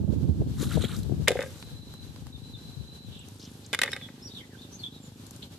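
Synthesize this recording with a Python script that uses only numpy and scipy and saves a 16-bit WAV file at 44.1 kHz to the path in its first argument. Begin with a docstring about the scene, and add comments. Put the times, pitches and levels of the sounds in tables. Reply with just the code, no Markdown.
"""Two clattering drops into a plastic bucket, amid swishes and drips at a river's edge.
Small hard finds strike the bucket's floor and wall, bounce, roll and ring its air. A wader's hand
stirs the shallows into bubbles and spray; water drips and trickles off it. Wind buffets the
microphone, mostly at first. Behind: open-air hiss, a slow far engine, an insect's trill, a bird."""
import sys
import numpy as np
from scipy import signal
from scipy.fft import rfft, irfft
from scipy.io import wavfile

SR = 44100
rng = np.random.default_rng(int(sys.argv[2]) if len(sys.argv) > 2 else 0)


def master(y):
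    """Save y as 16-bit WAV."""
    cut = np.clip(np.atleast_2d(y).T, -1, 1)
    pcm = np.round(cut * 32767)  # scale
    wavfile.write(sys.argv[1], SR, pcm.astype(np.int16))


N = 246078

# Likeness of the two microphone ports, general and near: (frequency [Hz], coherence [clipped to 0-1])
COHERENCE = [(60, 0.89), (250, 1), (600, 0.48), (1500, 0.044), (3000, 0.008), (12000, 0.014)]
NEAR_COHERENCE = [(1900, 0.5), (3600, -1), (8000, 0.03)]
# Bucket wall modes: (frequency [Hz], relative level [dB], t60 [s])
WALL_MODES = [(720, -27, 0.019), (847, -9, 0.04), (1237, -6.5, 0.023), (1584, -6.5, 0.04),
              (1686, -5.5, 0.013), (1775, -6, 0.02), (1965, -2.5, 0.021), (2156, -9.5, 0.046),
              (2498, -7, 0.024), (3004, -12.5, 0.04), (3596, 0.5, 0.024), (4010, -11, 0.023),
              (4930, -5, 0.011)]


def gain_of(db):
    """Decibels to amplitude."""
    return 10 ** (np.asarray(db) / 20)


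def unit_rms(x):
    """Scale to rms 1."""
    return x / np.sqrt(np.mean(x ** 2) + 1e-20)


def unit_peak(x):
    """Scale so the channel mean peaks at 1."""
    return x / abs(x.mean(0)).max()


def unit_onset(x, size=256):
    """Scale to rms 1 over the first samples."""
    return x / np.sqrt(np.mean(x[:, :size] ** 2))


def log_interp(points, hz):
    """Interpolate on a log-frequency axis."""
    point_hz, value = np.transpose(points)
    return np.interp(np.log(hz + 1), np.log(point_hz + 1), value)


def add(mix, start_s, sound):
    """Mix a sound in at start_s."""
    part = mix[:, max(round(start_s * SR), 0):][:, :sound.shape[-1]]
    part += sound[..., :part.shape[1]]


def colour(x, points, size=4096):
    """Minimum-phase filter through points (frequency [Hz], gain [dB])."""
    hz = abs(np.fft.fftfreq(size, 1 / SR))
    log_gain = np.log(gain_of(np.maximum(log_interp(points, hz), -100)))
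    taps = np.fft.ifft(np.exp(np.conj(signal.hilbert(log_gain)))).real[:size // 2]
    return signal.oaconvolve(x, taps[None], axes=1)[:, :x.shape[1]]


def convolve(x, response):
    """Convolve along time, cut to N samples."""
    return signal.fftconvolve(np.atleast_2d(x), np.atleast_2d(response), axes=1)[:, :N]


def wander(rate_hz, size=N):
    """Smooth random drift, rms 1."""
    hz = np.fft.rfftfreq(size, 1 / SR)
    return unit_rms(irfft(rfft(rng.standard_normal(size)) / (1 + (hz / rate_hz) ** 4), size))


def stereo_noise(size=N, coherence=COHERENCE):
    """White noise, partly alike at two close ports."""
    alike = np.clip(log_interp(coherence, np.fft.rfftfreq(size, 1 / SR)), 0, 1)
    left, other = rfft(rng.standard_normal((2, size)))
    right = alike * left + np.sqrt(1 - alike ** 2) * other
    return irfft(np.array([left, right]), size)


def noise_band(phase, spread_hz):
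    """Narrow noise around a carrier, independent per port."""
    size = len(phase)
    return np.array([wander(spread_hz, size) * np.cos(phase) + wander(spread_hz, size) * np.sin(phase)
                     for port in range(2)])


def burst(t, t60_s, coherence=COHERENCE):
    """Decaying stereo noise puff."""
    return stereo_noise(len(t), coherence) * gain_of(-60 * t / t60_s)


def swells(rows, rise_s, fall_s):
    """Envelope of (start [s], hold [s], level [dB]) rows; rise_s and fall_s are per 20 dB."""
    t = np.arange(N) / SR
    gains = []
    for start_s, hold_s, db in rows:
        before = np.maximum(start_s - t, 0) / rise_s
        after = np.maximum(t - start_s - hold_s, 0) / fall_s
        gains.append(gain_of(db - 20 * (before + after)))
    return np.linalg.norm(gains, axis=0)


def air():
    """Soft, restless hiss of grass and open water."""
    # Hiss before the tilt: (frequency [Hz], gain [dB])
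    spectrum = [(24, -31), (40, -18), (105, 0), (246, -8.5), (546, -14.5), (631, -21), (844, -19.5),
                (1400, -27.5), (1580, -25.5), (2020, -33.5), (3880, -27), (5060, -31.5), (8210, -34.5),
                (10200, -38.5), (13000, -35), (13500, -70)]
    hiss = colour(stereo_noise(), spectrum)
    treble = signal.sosfilt(signal.butter(4, 1000, "high", fs=SR, output="sos"), hiss)
    tilted = colour(hiss, [(100, -3), (400, -6), (900, -5), (3000, 1.5)])
    return gain_of(-57.5) * tilted / treble.std() * gain_of(2 * wander(12))


def engine(firing_hz=25.55, right_lag_s=0.00014):
    """One far cylinder to the left: a thud and an exhaust puff per firing."""
    # One thud: (frequency [Hz], gain [dB])
    spectrum = [(30, -70.5), (55, -31), (80, 0), (128, 3), (195, -0.5), (250, 4.5), (330, -6.5), (430, -9),
                (560, -27), (850, -19.5), (1500, -49), (3000, -52)]
    cycles = (np.arange(N) / SR + 0.008) * firing_hz
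    pulses = np.diff(np.floor(cycles), prepend=0) * gain_of(1.3 * wander(2.6))
    puffs = stereo_noise() * np.exp(-(cycles % 1) / 0.28)
    thuds = colour(unit_rms(pulses) + 0.35 * unit_rms(puffs), spectrum)
    left, right = gain_of(-50.5) * unit_rms(thuds)
    return np.array([left, np.roll(right, round(right_lag_s * SR))])


def insect(pitch_hz=4000):
    """Narrow fluttering trill over the wider band of a distant chorus."""
    # Trill bouts: (start [s], hold [s], level [dB])
    bouts = [(1.66, 0.38, -55), (2.44, 0.6, -54.5)]
    carrier = 2 * np.pi * pitch_hz * np.arange(N) / SR
    trill = noise_band(carrier, spread_hz=76)
    chorus = noise_band(carrier, spread_hz=360)
    buzz = unit_rms(trill * gain_of(2 * wander(110))) + gain_of(-9.5) * chorus
    return unit_rms(buzz) * swells(bouts, rise_s=0.21, fall_s=0.18)


def bird():
    """Gliding, faltering whistles; rough notes spread into a rasp."""
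    # Notes: (start [s], length [s], first pitch [Hz], last pitch [Hz], level [dB], roughness [0-1])
    notes = [(2.319, 0.057, 4000, 3550, -55, 0.13), (2.524, 0.044, 4050, 3510, -53, 0.18),
             (3.038, 0.26, 3700, 3370, -58.5, 0.7), (3.1, .18, 3000, 2840, -64, 0.48),
             (3.895, 0.054, 5520, 5250, -49, 0.27), (4.0, 0.068, 3546, 3383, -49.5, 0.3),
             (4.218, 0.048, 5020, 5690, -53, 0), (4.247, 0.025, 5760, 5666, -47, 0),
             (4.262, 0.04, 5700, 4500, -53.5, 0.34), (4.286, 0.058, 3700, 3770, -56, 0.35),
             (4.331, 0.094, 4470, 3100, -49, 0.36), (4.394, 0.059, 2330, 1960, -57.5, 0.3),
             (4.496, 0.08, 2100, 1500, -60, 0.25), (4.566, 0.042, 2970, 3640, -59, 0.14),
             (4.602, 0.055, 4500, 3500, -55.5, 0.5), (4.711, 0.054, 5720, 6250, -52.5, 0.48),
             (4.783, 0.038, 4770, 4200, -52, 0.3), (4.821, 0.067, 3520, 3416, -42.5, 0.28),
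             (4.902, 0.094, 3900, 3810, -59, 0.38), (4.993, 0.11, 7850, 6860, -62, 0.24),
             (5.421, 0.024, 3470, 3700, -47, 0.94)]
    out = np.zeros((2, N))
    for start_s, length_s, first_hz, last_hz, db, rough in notes:
        size = round(length_s * SR)
        rough = np.clip(rough, 0.05, 1)
        progress = np.linspace(0, 1, size)
        pitch_hz = last_hz + (first_hz - last_hz) * (1 - progress) ** 1.9  # fast, then settling
        phase = 2 * np.pi * np.cumsum(pitch_hz) / SR
        rasp = noise_band(phase, spread_hz=900 * rough)
        whistle = np.sin(phase + np.pi * rng.random((2, 1)))
        envelope = np.sin(np.pi * progress) * gain_of(4 * wander(60, size))
        note = ((1 - rough) ** 2 * whistle + rough * rasp) * envelope
        add(out, start_s, gain_of(db) * unit_rms(note))
    return out


def leaf_scatter(x):
    """Leaves smear a sound into a short blur."""
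    tail = burst(np.arange(SR // 2) / SR, t60_s=0.12)
    return convolve(x, tail / np.linalg.norm(tail[0]))


def bank_scatter(x):
    """Diffuse tail from the river bank and its plants."""
    t = np.arange(SR) / SR
    echoes = burst(t, t60_s=0.9) * (1 - np.exp(-t / 0.0025))
    tail = colour(echoes, [(200, -2), (1000, -2), (4000, 3), (12000, 2)])
    return convolve(x, tail / np.linalg.norm(tail[0]))


def wind(full_spectrum_db=-34):
    """Turbulence at each port, duller in weak gusts, with low buffets on top."""
    # Gusts: (start [s], hold [s], level [dB])
    gusts = [(0, 0.32, -28), (.41, 0.016, -24.5), (.57, 0.25, -29.5), (.95, 0.25, -30.5),
             (1.42, 1.13, -49.5), (1.7, 0.036, -44), (2.66, 0.17, -44), (3.08, 0.015, -43.5)]
    # Full gust: (frequency [Hz], gain [dB])
    spectrum = [(25, -59), (67, 0.5), (156, -1), (209, -6), (303, -11), (380, -19), (868, -41), (1560, -57),
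                (2640, -120)]
    # Buffets: (time [s], level [dB], spectral peak [Hz])
    buffets = [(.077, -35.5, 380), (.133, -29.5, 365), (.417, -26.5, 335), (0.627, -24.5, 293),
               (.772, -21, 510), (.778, -20.5, 314), (.839, -24.5, 246), (1.095, -28, 364),
               (1.118, -26, 327)]
    # Wind balance at the ports: (time [s], left over right [dB])
    balance = [(.2, -12), (.7, 9), (2.6, 12), (3.6, 11)]
    eddies = np.array([rng.standard_normal(N) * gain_of(4.05 * wander(23.6)) for port in range(2)])
    full = unit_rms(colour(eddies, spectrum))
    dull = unit_rms(colour(full, [(130, -14.5), (260, -30), (600, -31)]))
    strength = swells(gusts, rise_s=0.096, fall_s=0.22)
    brightness = np.minimum(strength / gain_of(full_spectrum_db), 1) ** 2
    out = strength * (brightness * full + (1 - brightness) * dull)
    t = np.arange(SR // 8) / SR
    for time_s, db, hz in buffets:
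        shape = [(50, -16.5), (hz / 2, -2), (hz, 4.5), (2 * hz, -10), (2.84 * hz, -27.5), (10 * hz, -55)]
        add(out, time_s, gain_of(db) * unit_peak(colour(burst(t, t60_s=0.032), shape)))
    balance_db = np.interp(np.arange(N) / SR, *np.transpose(balance))
    return out * gain_of([balance_db / 2, -balance_db / 2])


def bubble(t, hz, t60_s, glide):
    """An air pocket rings, its pitch rising as it nears the surface."""
    phase = 2 * np.pi * hz * t * (1 + glide * t / t60_s)
    return np.sin(phase) * gain_of(-60 * t / t60_s) * (1 - np.exp(-t * hz))


def fizz(sizes=16, crackles_per_s=420):
    """Clouds of small bubbles, each size surging on its own, plus fine drops and wet crackles."""
    t = np.arange(SR // 24) / SR
    clouds, crackles = np.zeros((2, 2, N))
    for hz in np.geomspace(600, 12000, sizes):
        strength = gain_of(3.3 * np.minimum(rng.exponential(1, N), 3.5))
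        births = rng.random(N) < (400 + hz / 10) / SR
        surge = gain_of(2.5 * wander(20))
        port_gains = 1 + 0.5 * rng.standard_normal((2, N))
        grain = np.sqrt(hz) * bubble(t, hz, 14 / hz, glide=0.16)
        clouds += convolve(births * strength * surge * port_gains, grain)
    for hz in np.geomspace(1200, 11000, sizes):
        pops = rng.random(N) < crackles_per_s / sizes / SR
        port_gains = 1 + 0.4 * rng.standard_normal((2, N))
        crackles += convolve(pops * port_gains, np.sqrt(hz) * bubble(t, hz, 18 / hz, glide=0.1))
    drops = stereo_noise()
    mix = unit_rms(clouds) + 0.6 * unit_rms(drops) + 0.55 * unit_rms(crackles)
    return mix * gain_of(1.2 * wander(90))


def spray_filter(x):
    """Bright band of fine spray."""
    # Spray: (frequency [Hz], gain [dB])
    spectrum = [(2500, -38), (4200, 7), (7000, 6.5), (9500, 5), (13000, 7), (13600, -43.5)]
    return colour(x, spectrum)


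def drips():
    """Drops slap the water: a short body and a snap of spray."""
    # Drops: (time [s], body level [dB], relative spray level [dB])
    drops = [(.755, -60, -39), (.792, -60, -39), (0.966, -60, -32), (1.033, -72, -37.5), (1.626, -34, -47),
             (1.939, -36.5, -42), (2.161, -37, -44), (2.268, -38, -45.5), (3.286, -46, -40),
             (5.267, -52, -38.5), (5.309, -43, -33), (5.363, -49.5, -35)]
    # Slap body: (frequency [Hz], gain [dB])
    body_spectrum = [(200, 14), (600, 6.5), (1200, 7), (2500, -6), (4200, 2.5), (7000, -27)]
    t, out = np.arange(SR // 12) / SR, np.zeros((2, N))
    for time_s, body_db, spray_db in drops:
        body = gain_of(body_db) * unit_peak(colour(burst(t, t60_s=0.015), body_spectrum))
        snap = burst(t, t60_s=0.005) + 0.3 * burst(t, t60_s=0.03)
        add(out, time_s, body + gain_of(spray_db - 1) * unit_peak(spray_filter(snap)))
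    return out


def swishes():
    """The hand sloshes, throws spray and traps air; water then trickles off it."""
    # Hand strokes: (start [s], hold [s], slosh level [dB], spray level [dB])
    strokes = [(0.616, 0.032, -43, -42.5), (0.717, 0.039, -44, -46), (0.823, 0.027, -41, -50),
               (0.895, 0.048, -47, -55), (0.96, 0.031, -59.5, -50)]
    # Run-off: (start [s], hold [s], level [dB])
    trickles = [(1.43, 0.2, -57.5), (3.35, 0.26, -63), (5.22, 0.19, -64.5)]
    # Trapped bubbles: (time [s], pitch [Hz], relative level [dB], t60 [s])
    gulps = [(.714, 1370, -30.5, 0.028), (0.846, 3230, -29, 0.023), (1.032, 3970, -38.5, 0.019),
             (3.193, 7740, -45, .03)]
    # Slosh: (frequency [Hz], gain [dB])
    slosh_spectrum = [(300, -10), (600, -8), (950, -7), (1350, 2), (2100, -6), (2700, -3.5), (3800, 5),
                      (4400, -2), (5300, -17)]
    t, bubbles = np.arange(SR // 12) / SR, fizz()
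    sloshing = swells(np.array(strokes)[:, [0, 1, 2]], rise_s=0.068, fall_s=0.063)
    spraying = swells(np.array(strokes)[:, [0, 1, 3]], rise_s=0.068, fall_s=0.063)
    trickling = swells(trickles, rise_s=0.27, fall_s=0.089)
    slosh = unit_rms(colour(bubbles, slosh_spectrum)) * (sloshing + gain_of(-4.5) * trickling)
    spray = unit_rms(spray_filter(bubbles)) * (spraying + trickling)
    out = slosh + spray
    for time_s, hz, db, t60_s in gulps:
        add(out, time_s, gain_of(db + 2.5) * bubble(t, hz, t60_s, glide=0.059))
    return out


def spurts(count=70):
    """Fingers break the surface: clusters of like-sized bubbles thicken, then thin out."""
    # Bubble clusters: (centre [s], half-length [s], pitch [Hz], level [dB])
    clusters = [(0.603, 0.029, 1300, -53), (0.643, 0.064, 10600, -58), (0.735, 0.042, 1960, -51),
                (0.821, 0.011, 6850, -49), (0.846, 0.015, 2280, -44.5), (0.915, 0.014, 2700, -48),
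                (0.934, 0.018, 1320, -47), (3.43, .045, 5120, -50.5), (3.454, .06, 3400, -56),
                (3.649, 0.0078, 4240, -51), (3.664, 0.0044, 6650, -47)]
    t, out = np.arange(SR // 24) / SR, np.zeros((2, N))
    for centre_s, half_s, hz, db in clusters:
        cluster = np.zeros((2, SR // 3))
        onsets_s = half_s * rng.random((count, 2)).sum(1)  # triangular density
        for onset_s, (detune, force, side) in zip(onsets_s, rng.standard_normal((count, 3))):
            pitch_hz = hz * np.exp(0.12 * detune)
            port_gains = gain_of(2 * force + 2 * side * np.array([[1], [-1]]))
            add(cluster, onset_s, port_gains * bubble(t, pitch_hz, 20 / pitch_hz, glide=0.079))
        energy = (cluster ** 2).mean(0).sum()
        add(out, centre_s - half_s, gain_of(db) * cluster * np.sqrt(half_s * SR / energy))
    return out


def ring(modes, t, cutoff_hz, spread_db, jitter_s, rise_s):
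    """Modes struck at a random spot; soft contact spares the high ones, which differ in phase per port."""
    hz, db, t60_s = np.transpose(modes)[:, :, None]
    weight, detune, shift, skew = rng.standard_normal((4, len(modes), 1))
    phase = 2 * np.pi * hz * ((1 + 0.021 * detune) * t + jitter_s * shift)
    decay = gain_of(db + spread_db * weight - 60 * t / t60_s) / (1 + (hz / cutoff_hz) ** 4)
    port_phase = skew * np.minimum((hz / 4200) ** 4, 1)
    ports = np.array([(decay * np.sin(phase + side * port_phase)).sum(0) for side in (-1, 1)])
    return unit_onset(ports * (1 - np.exp(-t / rise_s)))


def rolling(t, taps_per_s=170):
    """Rough finds tumble on plastic: tiny taps at each of three wall spots."""
    # Rolls between knocks: (start [s], hold [s], level [dB])
    rolls = [(1.285, 0.045, -41), (1.405, 0.025, -44.5), (3.735, 0.014, -47.5), (3.842, 0.03, -39),
             (3.94, 0.031, -47.5)]
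    spots = rng.standard_normal((3, N)) * (rng.random((3, N)) < taps_per_s / SR)
    out = np.zeros((2, N))
    for taps in spots:
        wall = ring(WALL_MODES, t, cutoff_hz=3380, spread_db=4, jitter_s=0.00019, rise_s=0.00072)
        out += convolve(taps, wall)
    return unit_rms(out) * swells(rolls, rise_s=0.014, fall_s=0.038)


def cavity(x):
    """Add the bucket's inner reflections and ringing air."""
    # Reflections: (frequency [Hz], gain [dB])
    spectrum = [(150, -51), (350, 6), (510, 2.5), (950, 4.5), (1900, -16), (2900, 6), (3600, -3),
                (5000, 3.5), (9000, -14), (13000, -16)]
    # Air modes: (frequency [Hz], relative level [dB], t60 [s])
    air_modes = [(423, 0, 0.08), (520.4, -9.5, 0.21), (676, -14, 0.15), (1560, -2, 0.097), (1770, 8, 0.03),
                 (2140, -8, 0.117), (2540, -27, 0.078), (2620, -9, .16), (3130, 0, .12)]
    t = np.arange(SR // 2) / SR
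    early = burst(t, t60_s=0.047, coherence=NEAR_COHERENCE)
    late = gain_of(-17.5) * burst(t, t60_s=0.42)
    echoes = colour((early + late) * (1 - np.exp(-t / 0.0011)), spectrum)
    ringing = sum(gain_of(db - 60 * t / t60_s) * np.sin(2 * np.pi * (hz * t + rng.random()))
                  for hz, db, t60_s in air_modes)
    echoes *= gain_of(-18.5) / np.linalg.norm(echoes[0])
    ringing *= gain_of(-26) / np.linalg.norm(ringing)
    return x + convolve(x, echoes + ringing)


def bucket(spot_db_per_octave=9, half_ring_db=-10.5):
    """Each knock thumps the floor, clacks the wall and cracks at the contact; the finds roll between."""
    # Knocks, relative levels: (time [s], floor [dB], wall [dB], crack [dB], struck spot's pitch [Hz])
    knocks = [(1.2747, -45, -18, -39, 2880), (1.2783, -26, -7.5, -28, 1920), (1.2823, -21, -10.5, -6, 3550),
              (1.2838, -14, -29, -16, 3500), (1.2884, -15.5, -16.5, -23, 2620),
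              (1.2964, -25, -31, -28, 2000), (1.306, -13, -29, -27, 1500), (1.3167, -22, -23, -24.5, 1990),
              (1.3556, -18, -46, -57, 2100), (1.37, -47, -26.5, -58, 2150), (1.3906, -16.5, -22, -50, 1810),
              (1.407, -32, -26, -30, 2130), (1.4175, -31, -23, -40, 1670), (1.426, -50, -45, -28.5, 2150),
              (1.4348, -26, -29.5, -61, 1350), (1.461, -34, -36.5, -58, 1600),
              (3.7304, -27, -18, -19.5, 3380), (3.7349, -29, -14.5, -23, 2080),
              (3.7396, -37, -22, -25, 2100), (3.747, -38, -13.5, -17, 2100),
              (3.7899, -34, -14.5, -19.5, 2180), (3.8163, -41, -11.5, -13, 2020),
              (3.8194, -33, -15.5, -18, 1800), (3.8324, -47, -25, -25, 2600), (3.8348, -31, -12, -13, 1820),
              (3.8364, -34, -15, -19.5, 1830), (3.851, -33, -26, -43, 1900), (3.860, -34, -27, -31, 2100),
              (3.8787, -38, -26, -43, 1900), (3.889, -32.5, -29, -50, 2100), (3.918, -61, -53, -26, 3500),
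              (3.9303, -40, -21.5, -44, 2080), (3.933, -35.5, -19, -27.5, 3650),
              (3.964, -37.5, -24, -32, 1950), (4.013, -47, -36.5, -54, 2100),
              (4.087, -46.5, -37.5, -75, 1700)]
    # Floor modes: (frequency [Hz], relative level [dB], t60 [s])
    floor_modes = [(287, -9, 0.017), (431, -5, 0.02), (508, 1, 0.027), (690, -6.5, 0.015)]
    # Contact crack: (frequency [Hz], gain [dB])
    crack_spectrum = [(200, -11.5), (1000, -5.5), (3800, 3.5), (6100, -5), (7400, -1.5), (8300, -5.5),
                      (9200, -1.5), (11000, -8), (14000, -15)]
    t, out = np.arange(SR // 6) / SR, np.zeros((2, N))
    for time_s, floor_db, wall_db, crack_db, spot_hz in knocks:
        contact_hz = 7500 * gain_of(0.33 * (crack_db - wall_db))  # little crack: soft blow
        damping = 1 + gain_of(wall_db - half_ring_db) ** 2  # hard blows press into the wall
        spot_modes = [(hz, db - spot_db_per_octave * abs(np.log2(hz / spot_hz)), t60_s / damping)
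                      for hz, db, t60_s in WALL_MODES]
        thump = ring(floor_modes, t, cutoff_hz=1500, spread_db=4, jitter_s=0.00005, rise_s=0.006)
        clack = ring(spot_modes, t, cutoff_hz=contact_hz, spread_db=2, jitter_s=0.00012, rise_s=0.00042)
        snap = burst(t, t60_s=0.01, coherence=NEAR_COHERENCE)
        snap += gain_of(-5.5) * burst(t, t60_s=0.025, coherence=NEAR_COHERENCE)
        crack = unit_onset(colour(snap, crack_spectrum))
        add(out, time_s, gain_of(floor_db - 7) * thump)
        add(out, time_s, gain_of(wall_db - 11) * clack)
        add(out, time_s, gain_of(crack_db - 12) * crack)
    return cavity(out + rolling(t))


def port_shadow(x):
    """The microphone body shades one port or the other, by frequency."""
    # Near-sound balance: (frequency [Hz], left over right [dB])
    balance = [(2200, 0.5), (3700, -3.5), (7500, 8.5), (13000, -1)]
    balance_db = log_interp(balance, np.fft.rfftfreq(N, 1 / SR))
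    return irfft(rfft(x) * gain_of([balance_db / 2, -balance_db / 2]), N)


def scene():
    """Bucket and water near and almost dry; bird among the plants; background behind."""
    near = port_shadow(bucket() + drips() + swishes() + spurts())
    song = bird()
    far = song + gain_of(-1.5) * leaf_scatter(song) + gain_of(-15.5) * bank_scatter(song)
    return near + gain_of(-20) * bank_scatter(near) + far + insect() + engine() + wind() + air()


def record(dry):
    """Low-pass: removes the highest treble, above about 14 kHz."""
    cutoff_hz = 13900
    lowpass = signal.firwin(255, cutoff_hz, window=("kaiser", 8), fs=SR)
    return signal.oaconvolve(dry, lowpass[None], "same")


dry = scene()
out = record(dry)
master(out)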